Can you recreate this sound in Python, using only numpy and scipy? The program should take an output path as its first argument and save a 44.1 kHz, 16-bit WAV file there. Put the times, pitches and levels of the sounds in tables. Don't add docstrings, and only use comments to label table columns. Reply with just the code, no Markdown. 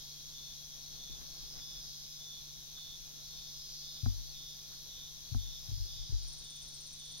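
import sys
import numpy as np
from scipy import signal
from scipy.fft import rfft, irfft, next_fast_len
from scipy.io import wavfile

SR = 44100
rng = np.random.default_rng(int(sys.argv[2]) if len(sys.argv) > 2 else 0)


def log_audio(samples):
    frames = np.atleast_2d(samples).T
    limited = np.clip(frames, -1, 1)
    pcm = np.round(limited * 32767).astype(np.int16)
    wavfile.write(sys.argv[1], SR, pcm)


N = 317510
TIME_S = np.arange(N) / SR
FFT_SIZE = next_fast_len(N, real=True)
BINS_HZ = np.fft.rfftfreq(FFT_SIZE, 1 / SR)

# start in seconds, level in dB.
CHIRPS = [(.335, -55.5), (.985, -55.8), (1.595, -55), (2.2, -54.3), (2.76, -53), (3.30, -57),
          (3.825, -55.3), (4.345, -54.5), (4.89, -54.3), (5.39, -54), (5.88, -55), (6.435, -55.3),
          (6.985, -55)]
# time in seconds, centre in Hz, width in Hz.
CHIRP_WING = [(0, 3535, 200), (2.2, 3530, 200), (3.4, 3610, 280), (7.2, 3575, 330)]
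# frequency in Hz, line level in dB.
BUZZ_WING = [(5800, -66.5), (5935, -68), (6070, -64.5), (6205, -59.5), (6340, -62), (6475, -67),
             (6610, -75.5), (6750, -88)]
# start in seconds, relative level in dB, strike rate in Hz, wing resonance in Hz.
TRILLS = [(-.41, -58, 229, 5035), (1.32, -57, 157.3, 5190), (1.36, -56, 131.15, 5090),
          (1.4, -60, 141.75, 4800), (1.65, -55.5, 141.85, 4950), (1.66, -61, 135.8, 5140),
          (3.35, -59, 159, 5245), (3.45, -55, 227.7, 5040), (3.5, -57, 131.4, 4165),
          (3.55, -57, 157.3, 4880), (3.6, -57, 141.55, 4810), (4.27, -57.5, 142.2, 5005),
          (5.48, -57, 158.9, 5170), (5.62, -60, 227.5, 5040), (5.74, -55.5, 141, 4810),
          (5.7, -58.5, 131.2, 4860)]
# frequency in Hz, relative density in dB.
HISS_SPECTRUM = [(8500, -33.5), (10200, -17.5), (11300, -10.5), (11850, -1.5), (12400, -9), (13800, -7.5),
                 (15000, -16), (15500, -10.5)]
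TICK_SPECTRUM = [(7300, -36), (7800, -10), (8250, 0), (9000, 2.5), (9400, -3), (10100, -6), (10700, -13),
                 (11700, -32)]
# start in seconds, thump, shove and click in dB, contact cutoff in Hz.
KNOCKS = [(1.067, -59, -37, -59, 600), (1.392, -58, -40, -73, 400), (4.031, -16.5, -18.5, -34.5, 1750),
          (5.317, -20.5, -20, -38.5, 1450), (5.686, -25.5, -25.5, -63, 520), (5.77, -30, -26.5, -64, 400),
          (5.96, -40, -31.5, -69, 300), (6.093, -26.5, -19, -53.5, 623)]
# frequency in Hz, gain in dB, T60 in seconds, rise in seconds,
# right minus left in dB, right lag in radians.
BODY_MODES = [(45, 6, 0.25, 0.035, -5, 2.7), (38, -13, 0.87, 0.024, -4, 2.7),
              (94.9, -2.5, 0.28, 0.018, -9.5, 1.7), (114.6, 2.5, 0.14, 0.026, -13.5, 0.83),
              (233, 6, 0.097, 0.0048, -8, 0.55), (275, -2, 0.074, 0.0034, 2, 3.08),
              (402, -7, 0.043, 0.00068, -12, 1.7), (757, -2.5, 0.031, 0.00099, -1.5, 1.32),
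              (1064, 0.5, 0.023, 0.0007, -7, 2.9), (1295, -0.5, 0.017, 0.00045, -2.5, 2.28),
              (1540, -3, 0.013, 0.00078, 5, 2.8)]
# centre in seconds, level in dB.
TAPS = [(1.1, -60), (1.19, -67), (1.224, -68), (5.72, -63), (5.857, -64), (6.125, -57), (6.152, -62)]
# centre in seconds, level in dB.
RASPS = [(.14, -60), (.48, -59), (.93, -57.5), (1.38, -56), (1.92, -57.5), (2.38, -59), (2.84, -58.5),
         (3.38, -56), (3.83, -56), (4.27, -56), (4.74, -59), (5.33, -59.5), (5.8, -59), (6.3, -57),
         (6.81, -61), (7.2, -55)]
# centre in Hz, width in Hz, relative level in dB.
RASP_BANDS = [(4290, 170, 0), (4540, 90, -4.5)]
# start and length in seconds, level in dB, centre and width in Hz,
# pulse rate in Hz, its rise in Hz per second.
PULSERS = [(-.027, 7.4, -66.5, 3970, 130, 10.78, .045), (0, 1.2, -66, 4310, 120, 12, 0),
           (.41, .57, -61.5, 5340, 110, 10.5, 0), (2.92, .52, -65, 5320, 110, 10.5, 0),
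           (0, 7.3, -66.5, 5930, 200, 13, 0), (0, 7.3, -82, 2480, 160, 3.1, 0)]
# start and length in seconds, level in dB, pitch in Hz.
WHISTLES = [(-.05, .3, -67, 3305), (.02, .43, -69, 4635), (.55, .27, -66, 3311), (0, 2.6, -71.5, 3425),
            (2.7, 4.6, -71.5, 3452), (3.4, .6, -69, 4635), (3.5, 3.8, -74.5, 4505), (4.3, 2, -71, 4366),
            (6.3, 1, -66.5, 4360), (6.5, .8, -72, 4635)]
# start and length in seconds, level in dB, centre and width in Hz.
LEAF_SCRAPES = [(1.21, .016, -65.5, 1410, 1800), (1.578, 0.028, -67, 1600, 1800),
                (2.773, 0.018, -68.5, 1400, 500), (4.714, 0.034, -70.5, 1440, 500)]
# centre in Hz, width in Hz, level in dB.
CHORUS_BANDS = [(2950, 320, -77.5), (3160, 110, -71.5), (3333, 99.3, -66), (3480, 140, -65.5),
                (3700, 170, -63), (3925, 260, -61.5), (4260, 190, -64), (4540, 90, -71.5), (4620, 200, -70),
                (5000, 260, -62.5), (5476, 400, -59.5), (5880, 250, -59.5), (6190, 280, -64),
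                (6870, 900, -68.5)]
# frequency in Hz, density in dB per Hz.
AIR_SPECTRUM = [(20, -79.5), (42, -76), (70, -86.5), (110, -90), (230, -94), (400, -100), (750, -101),
                (1200, -104), (2000, -105), (2500, -102), (7900, -107), (10500, -104), (13000, -106),
                (16000, -107)]
# frequency in Hz, coherence (clipped to 0-1).
PORT_COHERENCE = [(30, -0.5), (70, 1), (250, 0.18), (600, 0.31), (3000, 0.15), (6000, 0.34), (12000, 0.62)]
# frequency in Hz, left phase lead in radians.
PORT_LEAD = [(30, 2), (2200, 0), (3500, 0.7), (3900, -0.12), (5250, -2), (5700, -3.5), (6400, -1.5),
             (8400, 1.5), (13800, -1.5), (15500, -0.5)]
# frequency in Hz, left minus right in dB.
PORT_BALANCE = [(30, 5), (120, -1), (400, 2.5), (2000, 0), (5000, 2.5), (9000, 0), (13000, -0.4)]


def chirping_cricket():
    strike_hz = (186.25 - .48 * TIME_S) * (1 + 0.0004 * drift(58))
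    time_s, centre_hz, width_hz = np.transpose(CHIRP_WING)
    song = np.zeros(N, complex)
    for start_s, db in CHIRPS:
        stroke = gate(start_s, length_s=.205, edge_s=.045)
        on = stroke > 0
        response = wing(np.interp(start_s, time_s, centre_hz), np.interp(start_s, time_s, width_hz))
        song[on] += amp(db) * stroke[on] * stridulate(strike_hz[on], response, lo_hz=3090, hi_hz=3820)
    roughness = amp(.6 * drift(60))
    return forest(place(song * roughness, left_db=-2.5, lead_rad=0.85), wet_db=-15, t60_s=0.2)


def buzzing_insect():
    start_hz, settled_hz, settle_s = 135.98, 133.95, 4.9
    strike_hz = settled_hz + (start_hz - settled_hz) * np.exp(-TIME_S / settle_s)
    mean_hz = np.mean(strike_hz)
    cycles = np.cumsum(strike_hz * (1 + 0.00015 * drift(8))) / SR
    song = np.zeros((2, N))
    for k in range(round(BUZZ_WING[0][0] / mean_hz), round(BUZZ_WING[-1][0] / mean_hz) + 1):
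        fading_db = 2.0 * np.array([drift(.7), drift(.7)])
        line = place(np.exp(2j * np.pi * k * cycles), left_db=0.3, lead_rad=-2.0)
        song += amp(log_interp(BUZZ_WING, k * mean_hz) + fading_db) * line
    return forest(song, wet_db=-16, t60_s=0.29)


def trilling_insects():
    song = np.zeros(N, complex)
    for start_s, db, rate_hz, wing_hz in TRILLS:
        swell = gate(start_s, length_s=.58, edge_s=.12)
        on = swell > 0
        strike_hz = rate_hz * (1 + 0.0012 * drift(74)[on])
        trill = stridulate(strike_hz, wing(wing_hz, 170), lo_hz=wing_hz - 300, hi_hz=wing_hz + 400)
        song[on] += amp(db) * swell[on] * trill
    first_s, rise_s, period_s, lull_db, peak_db = 0.79, 0.77, 2.15, -67, -54.5
    crowd_db = np.interp((TIME_S - first_s) % period_s, [0, rise_s, period_s], [lull_db, peak_db, lull_db])
    crowd = band_noise(5110, width_hz=590) * amp(crowd_db)
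    song *= amp(-4.0 + 0.35 * drift(14))
    return forest(place(song, left_db=-2.5, lead_rad=-1.26), wet_db=-6.0, t60_s=0.73) + crowd


def hissing_katydid():
    near_db, far_db, stop_s, fade_db_per_s = -61, -73, 5.95, 100
    flutter = 1 + .15 * oscillator(45.8 + .3 * drift(2)).imag
    level_db = np.maximum(near_db - fade_db_per_s * np.maximum(TIME_S - stop_s, 0), far_db)
    return shaped_noise(HISS_SPECTRUM) * amp(level_db) * flutter


def ticking_katydid():
    first_s, gap_s, hurry_s, settle_ticks = 6.2285, .06242, .05, 3
    tick_db, scatter_db, scrape_db = -57, .8, -68
    fall_hz, fall_s, scatter_hz = 1100, .004, 90
    k = np.arange(int((TIME_S[-1] - first_s) / gap_s) + 2)
    starts_s = first_s + gap_s * k - hurry_s * (1 - np.exp(-k / settle_ticks))
    strokes, shift_hz = np.zeros((2, N))
    for start_s in starts_s:
        strokes += amp(rng.normal(tick_db, scatter_db)) * gate(start_s, length_s=.012, edge_s=.012)
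        glide_hz = fall_hz * np.exp(-np.maximum(TIME_S - start_s + .004, 0) / fall_s)
        window = gate(start_s - gap_s / 4, gap_s * .75, edge_s=.002)
        shift_hz += window * (rng.normal(0, scatter_hz) + glide_hz)
    envelope = (strokes + amp(scrape_db)) * gate(first_s, length_s=2, edge_s=0.2)
    scrape = signal.hilbert(shaped_noise(TICK_SPECTRUM), FFT_SIZE)[:, :N]
    ticks = (scrape * oscillator(shift_hz)).real * envelope * amp(drift(700))
    return forest(ticks * amp([[1.2], [-1.2]]), wet_db=-10, t60_s=0.15)


def finger_knocks():
    landing_s = .0285
    out, t = np.zeros((2, N)), TIME_S[:SR // 2]
    for touch_s, thump_db, shove_db, click_db, cutoff_hz in KNOCKS:
        for hz, mode_db, t60_s, rise_s, right_db, lag_rad in BODY_MODES:
            if hz < 70:
                start_s, blow_db = touch_s + landing_s, shove_db
            elif hz < 180:
                start_s, blow_db = touch_s, thump_db
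            else:
                start_s, blow_db = touch_s + landing_s, click_db
            contact = 1 / np.sqrt(1 + (hz / cutoff_hz) ** 8)
            envelope = amp(blow_db + mode_db - 60 * t / t60_s) * (1 - np.exp(-t / rise_s))
            left = contact * envelope * np.exp(2j * np.pi * hz * t)
            right = left * amp(right_db) * np.exp(-1j * lag_rad)
            add_at(out, round(start_s * SR), np.array([left, right]).imag)
    return out


def grip_taps():
    shell_hz, width_s = 344, 0.0029
    thuds = np.zeros(N, complex)
    for centre_s, db in TAPS:
        t = TIME_S - centre_s
        thuds += amp(db) * np.exp(-(t / width_s) ** 2 + 2j * np.pi * shell_hz * t)
    return place(thuds, left_db=7.0, lead_rad=0.54)


def rasping_cricket():
    length_s = 0.25
    strokes = sum(amp(db) * gate(centre_s - length_s / 2, length_s, edge_s=0.32) for centre_s, db in RASPS)
    return unit_rms(diffuse(bands(RASP_BANDS))) * strokes


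def pulsing_crickets():
    out = np.zeros((2, N))
    for start_s, length_s, db, hz, width_hz, rate_hz, rise_hz_per_s in PULSERS:
        t = TIME_S - start_s
        throb = unit_rms(np.sin(np.pi * (rate_hz * t + rise_hz_per_s * t ** 2 / 2)) ** 4)
        out += amp(db) * gate(start_s, length_s, edge_s=0.05) * throb * band_noise(hz, width_hz)
    return out


def whistling_crickets():
    song = np.zeros(N, complex)
    for start_s, length_s, db, hz in WHISTLES:
        note = oscillator(hz * (1 + 0.00066 * drift(31)))
        song += amp(db) * gate(start_s, length_s, edge_s=0.068) * note
    return forest(place(song, left_db=6.5, lead_rad=0.2), wet_db=-19, t60_s=0.35)


def chorus_peeps():
    peeps_per_s, length_s, sag_hz_per_s = 26, .28, 40
    out, t = np.zeros((2, N)), TIME_S[:int(length_s * SR)]
    envelope = np.sin(np.pi * t / length_s)
    species = CHORUS_BANDS[1:-2]
    for when, band, pitch, softness, side, phase in rng.random((int(peeps_per_s * TIME_S[-1]), 6)):
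        centre_hz, width_hz, band_db = species[int(band * len(species))]
        start_hz = centre_hz + width_hz * (pitch - .5)
        note = envelope * np.exp(2j * np.pi * (start_hz - sag_hz_per_s * t / 2) * t)
        note *= amp(band_db - 3 - 5 * softness)
        add_at(out, int(when * N), place(note, left_db=6 * (2 * side - 1), lead_rad=2 * np.pi * phase))
    return forest(out, wet_db=-21, t60_s=0.26)


def far_chorus():
    return sum(diffuse(bands(CHORUS_BANDS[k::3])) * amp(0.8 * drift(11)) for k in range(3))


def dry_leaves():
    return sum(amp(db) * gate(start_s, length_s, edge_s=0.0063) * band_noise(hz, width_hz)
               for start_s, length_s, db, hz, width_hz in LEAF_SCRAPES)


def motor_hum():
    tone = oscillator(149.8 * (1 + 0.0011 * drift(1.95)))
    return amp(-69 + 0.5 * drift(4.5)) * place(tone, left_db=15.0, lead_rad=1.0)


def air():
    low_share = 1 / (1 + (BINS_HZ / 2000) ** 4)
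    density = amp(log_interp(AIR_SPECTRUM, BINS_HZ))
    handling_db = 3.5 * gate(start_s=0.93, length_s=0.79, edge_s=0.57)
    lows = diffuse(density * np.sqrt(low_share)) * amp(handling_db + drift(9.5))
    return lows + diffuse(density * np.sqrt(1 - low_share))


def stridulate(strike_hz, response, lo_hz, hi_hz):
    cycles, mean_hz = np.cumsum(strike_hz) / SR, np.mean(strike_hz)
    harmonics = np.arange(int(lo_hz / mean_hz), int(hi_hz / mean_hz) + 1)
    gains = response(harmonics * mean_hz)
    wave = sum(gain * np.exp(2j * np.pi * k * cycles) for k, gain in zip(harmonics, gains))
    return wave / np.linalg.norm(gains)


def wing(centre_hz, width_hz):
    return lambda hz: 1 / (1 + 2j * (hz - centre_hz) / width_hz) ** 2


def forest(x, wet_db, t60_s):
    t = TIME_S[:SR // 2]
    tail = rng.standard_normal((2, len(t))) * amp(-60 * t / t60_s) * (t > .004)
    scattered = signal.fftconvolve(x * drift(66), tail / np.linalg.norm(tail[0]), axes=1)[:, :N]
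    return x + amp(wet_db) * scattered


def place(wave, left_db, lead_rad):
    tilt = amp(left_db / 2)
    return np.sqrt(2) * np.array([wave * tilt, wave * np.exp(-1j * lead_rad) / tilt]).real


def diffuse(gain):
    shape = (2, len(BINS_HZ))
    left, independent = rng.standard_normal(shape) + 1j * rng.standard_normal(shape)
    coherence = np.clip(log_interp(PORT_COHERENCE, BINS_HZ), 0, 1)
    tilt = amp(log_interp(PORT_BALANCE, BINS_HZ) / 2)
    hz, lead_rad = np.transpose(PORT_LEAD)
    right = coherence * left + np.sqrt(1 - coherence ** 2) * independent
    right *= np.exp(-1j * log_interp(np.c_[hz, np.unwrap(lead_rad)], BINS_HZ))
    spectra = np.array([left * tilt, right / tilt]) * gain
    return irfft(spectra, FFT_SIZE)[:, :N] * np.sqrt(FFT_SIZE * SR) / 2


def bands(rows):
    return np.sqrt(sum(amp(db) ** 2 / width_hz * np.exp(-np.pi * ((BINS_HZ - hz) / width_hz) ** 2)
                       for hz, width_hz, db in rows))


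def band_noise(hz, width_hz):
    return unit_rms(diffuse(bands([(hz, width_hz, 0)])))


def shaped_noise(spectrum):
    return unit_rms(diffuse(amp(log_interp(spectrum, BINS_HZ))))


def oscillator(hz):
    return np.exp(2j * np.pi * np.cumsum(hz) / SR)


def gate(start_s, length_s, edge_s):
    inside_s = np.minimum(TIME_S - start_s, start_s + length_s - TIME_S)
    return np.sin(np.pi / 2 * np.clip(inside_s / edge_s + .5, 0, 1)) ** 2


def drift(hz):
    spectrum = rfft(rng.standard_normal(FFT_SIZE)) / (1 + (BINS_HZ / hz) ** 4)
    return unit_rms(irfft(spectrum, FFT_SIZE)[:N])


def log_interp(points, hz):
    points_hz, values = np.transpose(points)
    return np.interp(np.log(hz + 1), np.log(points_hz + 1), values)


def add_at(out, start_sample, sound):
    part = out[:, start_sample:start_sample + sound.shape[1]]
    part += sound[:, :part.shape[1]]


def amp(db):
    return 10 ** (np.asarray(db) / 20)


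def unit_rms(x):
    return x / np.sqrt(np.mean(x ** 2) + 1e-20)


def scene():
    background = air() + far_chorus()
    insects = chirping_cricket() + buzzing_insect() + trilling_insects()
    insects += rasping_cricket() + pulsing_crickets() + whistling_crickets() + chorus_peeps()
    insects += hissing_katydid() + ticking_katydid()
    return background + insects + dry_leaves() + finger_knocks() + grip_taps() + motor_hum()


def record(dry):
    cutoff_hz = 15850
    lowpass = signal.firwin(801, cutoff_hz, window=("kaiser", 9), fs=SR)
    return signal.oaconvolve(dry, lowpass[None], "same")


dry = scene()
out = record(dry)
log_audio(out)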